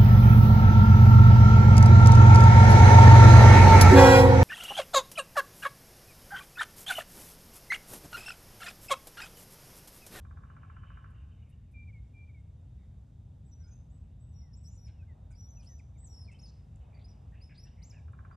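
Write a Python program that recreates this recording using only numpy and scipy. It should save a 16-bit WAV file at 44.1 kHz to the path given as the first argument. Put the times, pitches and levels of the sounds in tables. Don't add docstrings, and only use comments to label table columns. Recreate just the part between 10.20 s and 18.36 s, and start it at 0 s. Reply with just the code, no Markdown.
import sys
import numpy as np
from scipy import signal
from scipy.fft import rfft, irfft
from scipy.io import wavfile
from scipy.ndimage import uniform_filter1d

SR = 44100
rng = np.random.default_rng(int(sys.argv[2]) if len(sys.argv) > 2 else 0)


def nominal_scale(level):
    x = np.asarray(level, float) / 20
    return 10 ** x


def waveform_to_disk(signal):
    frames = np.transpose(np.atleast_2d(signal))
    scaled = np.clip(frames, -1, 1) * 32767
    samples = np.round(scaled).astype(np.int16)
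    wavfile.write(sys.argv[1], SR, samples)


N = 359856


def colour(x, table):
    hz, db = np.transpose(table)
    f = np.maximum(np.arange(N // 2 + 1) * SR / N, 1)
    return irfft(rfft(x) * nominal_scale(np.interp(np.log(f), np.log(hz), db)), N)


def unit(x):
    return x / np.sqrt(np.mean(x ** 2))


def walk(rate):
    k = int(SR / rate)
    steps = np.repeat(rng.standard_normal(N // k + 1), k)
    return 1.5 * uniform_filter1d(uniform_filter1d(steps, k), k)[:N]


def tone_of(pitch):
    return np.sin(2 * np.pi * np.cumsum(pitch) / SR)


# (frequency [Hz], phase by which the right port leads [radians])
PORT_LEAD = [(4500, 0.0071), (5200, 0.79), (6000, 1.26), (8000, 1.05), (13000, 1.8)]


def ports(x):
    hz, lead = np.transpose(PORT_LEAD)
    turn = np.exp(.5j * np.interp(np.arange(N // 2 + 1) * SR / N, hz, lead))
    taper = np.minimum(np.arange(N, 0, -1) / 200, 1)
    return irfft(rfft(x * taper) * np.array([1 / turn, turn]), N)


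def echoes(x, t60, wet_db, gap=.012, dull_hz=6000):
    t = np.arange(SR) / SR
    tail = rng.standard_normal(SR) * nominal_scale(-60 * t / t60) * (t > gap)
    lowpass = signal.butter(1, dull_hz, fs=SR, output="sos")
    tail = signal.sosfilt(lowpass, tail / np.sqrt(np.sum(tail ** 2)))
    wet = signal.fftconvolve(x, tail[None] if x.ndim > 1 else tail)[..., :N]
    return x + nominal_scale(wet_db) * wet


def whistles(notes, overtone_db, waver, flutter_db, throat_hz, edge=.003):
    out = np.zeros(N)
    drift = 1 + waver * walk(220)
    flutter = nominal_scale(flutter_db * (walk(130) + .4 * walk(400)))
    for note in notes:
        s, hz, db = np.transpose(note)
        i = np.arange(max(int((s[0] - edge) * SR), 0), min(int((s[-1] + edge) * SR), N))
        t = i / SR
        fade = np.clip(np.minimum(t - s[0], s[-1] - t) / edge + 1, 0, 1)
        pitch = uniform_filter1d(np.interp(t, s, hz), size=200, mode="nearest") * drift[i]
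        phase = 2 * np.pi * np.cumsum(pitch) / SR
        gain = np.interp(t, s, nominal_scale(db))
        harsh = (gain.max() / nominal_scale(-61.5)) ** 0.58 * nominal_scale(-2.5 * np.maximum(2 * pitch - 11500, 0) / 1000)
        octave = nominal_scale(overtone_db) * harsh * np.sqrt(gain * gain.max()) * np.sin(2 * phase)
        passed = nominal_scale(-14 * np.maximum(throat_hz - pitch, 0) / 1000)
        out[i] += np.sqrt(2) * fade * (gain * passed * flutter[i] * np.sin(phase) + octave)
    return out


def bursts(rows, buzz_hz, depth, voiced_hz):
    pure_hz, widening = 906, 0.474
    out, noise, jump = np.zeros(N), rng.standard_normal(N), np.tanh(walk(110))
    flutter = 1 + depth * tone_of(buzz_hz * (1 + 0.25 * walk(40)))
    for s, length, hz, db in rows:
        width = max(widening * (hz - pure_hz), 100)
        i = np.arange(int(s * SR), int((s + length) * SR))
        edges = np.clip([hz - width / 2, hz + width / 2], 100, .45 * SR)
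        band = signal.sosfilt(signal.butter(3, edges, "band", fs=SR, output="sos"), noise[i])
        tone = voiced_hz / width * tone_of(hz + 0.292 * width * jump[i])
        swell = np.sin(np.pi * np.arange(len(i)) / len(i)) ** 0.2
        out[i] += nominal_scale(db) * unit((unit(band) + tone) * flutter[i]) * swell
    return out


# (time [s], rumble level [dB], tyre hiss [dB], only its change counts)
TRAFFIC = [(0, -48, -76.5), (.8, -48.5, -75.5), (1.4, -49, -80.5), (4.2, -47.5, -77), (5.4, -48.5, -74),
           (7.2, -48.5, -74.5), (8.16, -47, -72)]
# (frequency [Hz], relative level [dB per Hz])
AIR = [(20, -34.5), (32, -23.5), (50, -3), (85, -1), (135, -9), (190, -18.5), (260, -25.5), (330, -34),
       (800, -40), (1050, -46), (2300, -57), (3600, -55.5), (4200, -61.5), (7000, -59), (9500, -65),
       (13600, -70.5)]
# (frequency [Hz], share [0-1])
DIFFUSE = [(100, 0), (200, 0.14), (330, 0.67), (660, 0.81), (1200, 1), (5000, 0.1), (9000, .55),
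           (13000, .85)]
# (frequency [Hz], left minus right level [dB])
LEFT_LEAN = [(60, -0.07), (250, 2), (600, -0.6), (1200, -3.5), (2000, -0.1)]


def port_noise():
    f = np.arange(N // 2 + 1) * SR / N
    share_hz, shares = np.transpose(DIFFUSE)
    share = np.clip(np.interp(np.log(f + 1), np.log(share_hz), shares), 0, 1)
    common, apart = ports(rng.standard_normal(N)), rng.standard_normal((2, N))
    noise = colour(irfft(rfft(common) * np.sqrt(1 - share ** 2) + rfft(apart) * share, N), AIR)
    hz, lean_db = np.transpose(LEFT_LEAN)
    left = colour(noise[0], np.c_[hz, lean_db / 2])
    right = colour(noise[1], np.c_[hz, -lean_db / 2])
    return np.array([left, right])


def whine():
    return np.sqrt(2) * nominal_scale(-95.5 + 2.6 * walk(30)) * tone_of(3690 + 5 * walk(25))


def background():
    s, rumble_db, hiss_db = np.transpose(TRAFFIC)
    t = np.arange(N) / SR
    noise = port_noise()
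    low = signal.sosfiltfilt(signal.butter(4, 280, fs=SR, output="sos"), noise)
    scale = np.sqrt(np.mean(low ** 2))
    swell = nominal_scale(np.interp(t, s, hiss_db) - np.interp(2.8, s, hiss_db) + 1.24 * walk(9)) - 1
    tyre_band = signal.butter(1, [520, 1400], "band", fs=SR, output="sos")
    tyres = signal.sosfiltfilt(tyre_band, noise - low)
    upper = (noise - low + swell * tyres) * nominal_scale(-48.0 + 0.92 * walk(2.914))
    return (low * nominal_scale(np.interp(t, s, rumble_db)) + upper) / scale + whine()


# (time [s], level [dB])
CHURR = [(.25, -86.5), (.56, -79.5), (.9, -79), (1.3, -83.5), (1.45, -93.5), (3.2, -101), (3.5, -94),
         (4.0, -92.5), (4.7, -93), (5.0, -101), (5.7, -110), (6.2, -84.5), (6.45, -92.5), (6.62, -85),
         (6.95, -91), (7.45, -84), (7.9, -92)]


def churr(voices=10):
    s, db = np.transpose(CHURR)
    top_hz = 3000 + 15 * (db + 85)
    t, out = np.arange(N) / SR, 0
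    for _ in range(voices):
        pitch = np.interp(t, s, top_hz) * np.exp(.03 - .24 * np.abs(walk(80)))
        beats = np.maximum(walk(60) - .5, 0)
        out = out + beats * tone_of(pitch)
    return unit(out) * nominal_scale(np.interp(t, s, db, left=-200))


# (start [s], length [s], centre frequency [Hz], level [dB])
RUSTLES = [(0.9, 0.02, 10000, -86), (1.29, 0.028, 9900, -80.5), (1.51, 0.023, 10100, -83.5),
           (2.19, 0.02, 7500, -88), (7.92, .012, 8500, -84)]


def rustles():
    return bursts(RUSTLES, buzz_hz=290, depth=0.78, voiced_hz=0)


# (start [s], level [dB])
ROLLS = [(-.0585, -55), (7.881, -53.5)]


def drumming():
    k = np.arange(15)
    gaps = .0627 + .00055 * k - .011 * .6 ** k
    after = np.cumsum(np.r_[0, gaps])[:-1]
    growth_db = -9 * 0.43 ** k + 0.2327 * k
    rows = [(s + a, db + d) for s, db in ROLLS for a, d in zip(after, growth_db)]
    return [row for row in rows if row[0] < N / SR]


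# (frequency [Hz], level re blow [dB], t60 [s], phase by which the left port
# leads [radians], left minus right level [dB])
TRUNK = [(1072, -8.5, 0.16, 1.6, -4), (1114.6, -6, .09, 1.1, -5), (1187, -5.5, 0.043, 2.8, -11.5),
         (1359, 0.5, 0.072, 1.6, -1), (1517, 0, 0.04, .01, -4.5), (1617, -2.5, 0.035, 0.011, -1),
         (1920, -11.5, 0.031, .01, 1), (2367, -16.5, 0.067, .01, -4)]
# (delay [s], level re direct [dB])
TRUNK_ECHOES = [(.015, -8.5), (.022, -11), (.05, -14)]


def woodpecker():
    out, t = np.zeros((2, N + SR)), np.arange(SR // 4) / SR
    hz, db, t60, lead, pan_db = np.array(TRUNK).T[:, :, None]
    blows = drumming()
    chance = rng.standard_normal((len(blows), 2, len(TRUNK), 1))
    for (s, blow_db), (size, detune) in zip(blows, chance):
        ring = nominal_scale(blow_db + db + 1.3 * size - 60 * t / t60) * np.minimum(t / 0.0011, 1)
        phase = 2 * np.pi * hz * (1 + 0.0051 * detune) * t
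        first = int(s * SR)
        for port, sign in enumerate((.5, -.5)):
            wave = nominal_scale(sign * pan_db) * ring * np.sin(phase + sign * lead)
            out[port, max(first, 0):first + len(t)] += wave.sum(0)[max(-first, 0):]
    near = out + sum(nominal_scale(echo_db) * np.roll(out, int(lag * SR), axis=1) for lag, echo_db in TRUNK_ECHOES)
    return echoes(near[:, :N], 1.26, -2, dull_hz=1195)


# (time after its start before stretching [s], pitch [Hz], level re the tune's [dB])
TUNE = [
    [(0, 2435, -22), (.022, 2358, -2), (.065, 2365, .5), (.102, 2358, -1), (.117, 2345, -20)],
    [(.136, 2450, -13), (.155, 2277, -0.5), (.173, 2125, -15)],
    [(.192, 2390, -16), (.207, 2275, -5.5), (.222, 2195, -7), (.262, 2138, -14.5)],
]


def tune(s, db, stretch):
    return [[(s + stretch * after, hz, db + rel_db) for after, hz, rel_db in part] for part in TUNE]


def slide(s, length, first_hz, last_hz, db):
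    peak = 0.44
    return [(s, first_hz, db - 12.5),
            (s + peak * length, first_hz + peak * (last_hz - first_hz), db),
            (s + length, last_hz, db - 8)]


# (start [s], level [dB], stretch [ratio])
TUNES = [(1.535, -60, 1.01), (1.935, -63.5, 1.04)]
# (start [s], length [s], first pitch [Hz], last pitch [Hz], peak level [dB])
SLIDES = [(0.538, 0.36, 2980, 2960, -79.5), (1.22, 0.018, 2910, 2850, -75),
          (1.32, 0.027, 2720, 2970, -72.5), (3.371, 0.22, 1900, 2740, -86.5),
          (4.193, 0.14, 2220, 1760, -82), (4.722, .06, 3020, 2720, -83), (4.78, .055, 2710, 2420, -74),
          (5.263, .035, 3600, 3230, -83), (4.821, 0.022, 1485, 1610, -73.5),
          (4.875, 0.057, 2170, 1830, -72), (5.135, .016, 2100, 2330, -72.5), (5.366, .025, 2770, 2490, -76),
          (5.387, .035, 2510, 2420, -72), (5.477, 0.072, 2040, 1770, -77),
          (5.593, 0.015, 2670, 2000, -63.5), (5.755, 0.02, 2420, 2050, -75),
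          (5.822, 0.024, 2190, 1700, -78), (5.984, .016, 2200, 1800, -79), (6.077, 0.03, 2490, 2050, -62.5),
          (6.141, 0.026, 3000, 3110, -67), (7.466, 0.011, 2640, 2780, -69),
          (7.752, 0.046, 2810, 2250, -67.5)]


def far_birds():
    notes = [slide(*row) for row in SLIDES]
    for row in TUNES:
        notes = notes + tune(*row)
    return whistles(notes, overtone_db=-44, waver=.002, flutter_db=1.4, throat_hz=1400)


# (start [s], length [s], centre frequency [Hz], level [dB])
RASPS = [(2.58, 0.077, 2075, -84.5), (3.4, 0.13, 1486, -81.5), (4.54, 0.031, 7400, -77),
         (4.665, 0.027, 6460, -78), (4.668, 0.036, 2410, -74), (4.675, .03, 3600, -78.5),
         (4.685, 0.027, 1526, -78), (5.105, .03, 2350, -79), (5.105, 0.028, 8160, -76),
         (5.105, 0.023, 1490, -77), (5.41, 0.043, 5380, -80), (5.42, 0.032, 2930, -75),
         (5.43, 0.034, 8500, -74.5), (5.585, 0.017, 6550, -76), (5.852, 0.025, 7660, -78),
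         (6.11, 0.037, 2430, -67.5), (6.115, 0.022, 7500, -74), (6.268, 0.038, 5290, -68),
         (6.558, 0.0039, 7400, -70.5), (6.725, 0.083, 2253, -73.5), (6.79, 0.043, 3800, -76.5),
         (7.12, 0.042, 1765, -72.5), (7.14, 0.089, 2520, -73.5), (7.293, 0.046, 2390, -67.5),
         (7.297, 0.031, 1706, -70), (7.345, 0.026, 4210, -69.5), (7.445, 0.017, 7500, -79),
         (7.465, 0.027, 3300, -76.5), (7.45, 0.033, 1704, -74.5), (7.57, 0.076, 2170, -75.5),
         (7.718, 0.03, 2505, -69.5), (7.725, 0.066, 1725, -73.5)]


def rasps():
    return bursts(RASPS, buzz_hz=117.8, depth=0.32, voiced_hz=810)


def note(s, length, onset_hz, held_hz, end_hz, db):
    slides_hz = np.abs([held_hz - onset_hz, held_hz - end_hz])
    up, down = np.minimum(slides_hz / 75000 + .005, [.55 * length, .3 * length])
    onset_db = -8.5
    tired_db = db - 40 * length
    return [(s, onset_hz, db + onset_db),
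            (s + 0.49 * up, onset_hz + .72 * (held_hz - onset_hz), db + onset_db / 2),
            (s + up, held_hz, db),
            (s + (up + length - down) / 2, held_hz * (1 + .012), (db + tired_db) / 2 - 2.5),
            (s + length - down, held_hz, tired_db),
            (s + length, end_hz, tired_db - 4.5)]


# (start [s], length [s], onset pitch [Hz], held pitch [Hz], end pitch [Hz],
# level before the throat [dB])
NOTES = [(3.253, .05, 7400, 7830, 7000, -74), (3.47, .018, 6400, 6300, 5600, -72),
         (3.484, .02, 7340, 6870, 6750, -79), (3.506, 0.086, 5970, 6250, 6440, -71.5),
         (3.701, .082, 6560, 7840, 7700, -76), (3.998, 0.14, 7370, 7880, 7560, -77),
         (4.333, .018, 5160, 5560, 5500, -64), (4.345, 0.13, 5416, 7830, 7760, -71.5),
         (4.493, 0.08, 5900, 7030, 7300, -71.5), (5.11, 0.029, 8800, 4980, 4810, -72.5),
         (6.187, 0.021, 3710, 5400, 5500, -59.5), (6.213, .014, 6900, 6200, 6060, -70),
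         (6.227, .04, 5480, 5190, 4420, -59.5), (6.744, 0.017, 4780, 4620, 4470, -72),
         (6.764, 0.014, 4520, 4560, 4580, -74), (6.81, .016, 4550, 4640, 4780, -76),
         (6.844, 0.017, 4670, 5085, 5050, -60.5), (6.883, .034, 5500, 5720, 4920, -68),
         (8.119, .04, 4630, 4780, 4940, -83)]
# (time [s], pitch [Hz], level before the throat [dB])
WARBLES = [
    [(3.312, 6290, -81.5), (3.322, 5810, -71), (3.36, 6020, -78), (3.378, 5770, -84), (3.42, 5860, -77),
     (3.444, 4960, -72.5), (3.468, 5120, -80)],
    [(4.128, 6140, -75.5), (4.15, 5450, -79), (4.17, 5700, -70.5), (4.208, 5620, -75), (4.219, 5250, -68.5),
     (4.23, 5650, -74.5), (4.29, 5600, -94)],
    [(4.436, 6310, -78.5), (4.446, 5280, -66.5), (4.468, 5600, -65), (4.484, 6100, -60.5),
     (4.496, 6150, -67)],
    [(4.573, 6010, -69), (4.599, 5490, -74), (4.627, 5860, -72.5), (4.653, 5530, -63.5),
     (4.671, 5190, -62.5)],
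    [(5.151, 4600, -71), (5.169, 5630, -73), (5.203, 5890, -64), (5.261, 5670, -65), (5.309, 6180, -64),
     (5.335, 5790, -69.5), (5.389, 6020, -64), (5.409, 5100, -68), (5.415, 4390, -90)],
    [(5.452, 3880, -85), (5.47, 5200, -65), (5.5, 6120, -63.5), (5.554, 5980, -63.5), (5.578, 5760, -80),
     (5.596, 4870, -74)],
    [(5.77, 6000, -86), (5.79, 7560, -69.5), (5.814, 8060, -65), (5.846, 8030, -65), (5.856, 7330, -60),
     (5.866, 7360, -76), (5.878, 5870, -68), (5.94, 5490, -65), (6.022, 5310, -62.5), (6.044, 5060, -64),
     (6.058, 4170, -69)],
    [(7.212, 4380, -74), (7.218, 4800, -66), (7.226, 5100, -61), (7.24, 5330, -66.5), (7.262, 5310, -71),
     (7.284, 4890, -83)],
    [(7.368, 3700, -75), (7.382, 4860, -59), (7.416, 5630, -73), (7.426, 5700, -82), (7.44, 5670, -62),
     (7.452, 5330, -67)],
    [(7.622, 3890, -59.5), (7.632, 5200, -67), (7.642, 6280, -62), (7.662, 7270, -70), (7.694, 7550, -70),
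     (7.706, 5620, -64.5), (7.712, 5400, -62), (7.718, 4650, -75)],
]


def songbird():
    notes = [note(*row) for row in NOTES] + WARBLES
    return whistles(notes, overtone_db=-20, waver=.006, flutter_db=2.5, throat_hz=4780)


def scene():
    near = echoes(songbird() + rasps(), 0.47, -4, gap=0.0046)
    far = echoes(far_birds(), .6, -13.5, gap=0.0072)
    chatter = echoes(churr(), 0.43, 1.1)
    return ports(near + far + chatter + rustles()) + woodpecker() + background()


def roll_off(x):
    return signal.sosfilt(signal.butter(12, 13760, fs=SR, output="sos"), x)


# (lower edge [Hz], upper edge [Hz])
MERGED_HZ = (1730, 4520)


def record(dry):
    dry = dry * np.minimum(np.arange(N, 0, -1) / 300, 1)
    mid, side = dry.mean(0), rfft(dry[0] - dry[1]) / 2
    f = np.arange(len(side)) * SR / N
    merged = (f > MERGED_HZ[0]) & (f < MERGED_HZ[1])
    side = irfft(side * np.where(merged, nominal_scale(-12), 1), N)
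    mix = np.array([mid + side, mid - side])
    return roll_off(mix)


dry = scene()
out = record(dry)
waveform_to_disk(out)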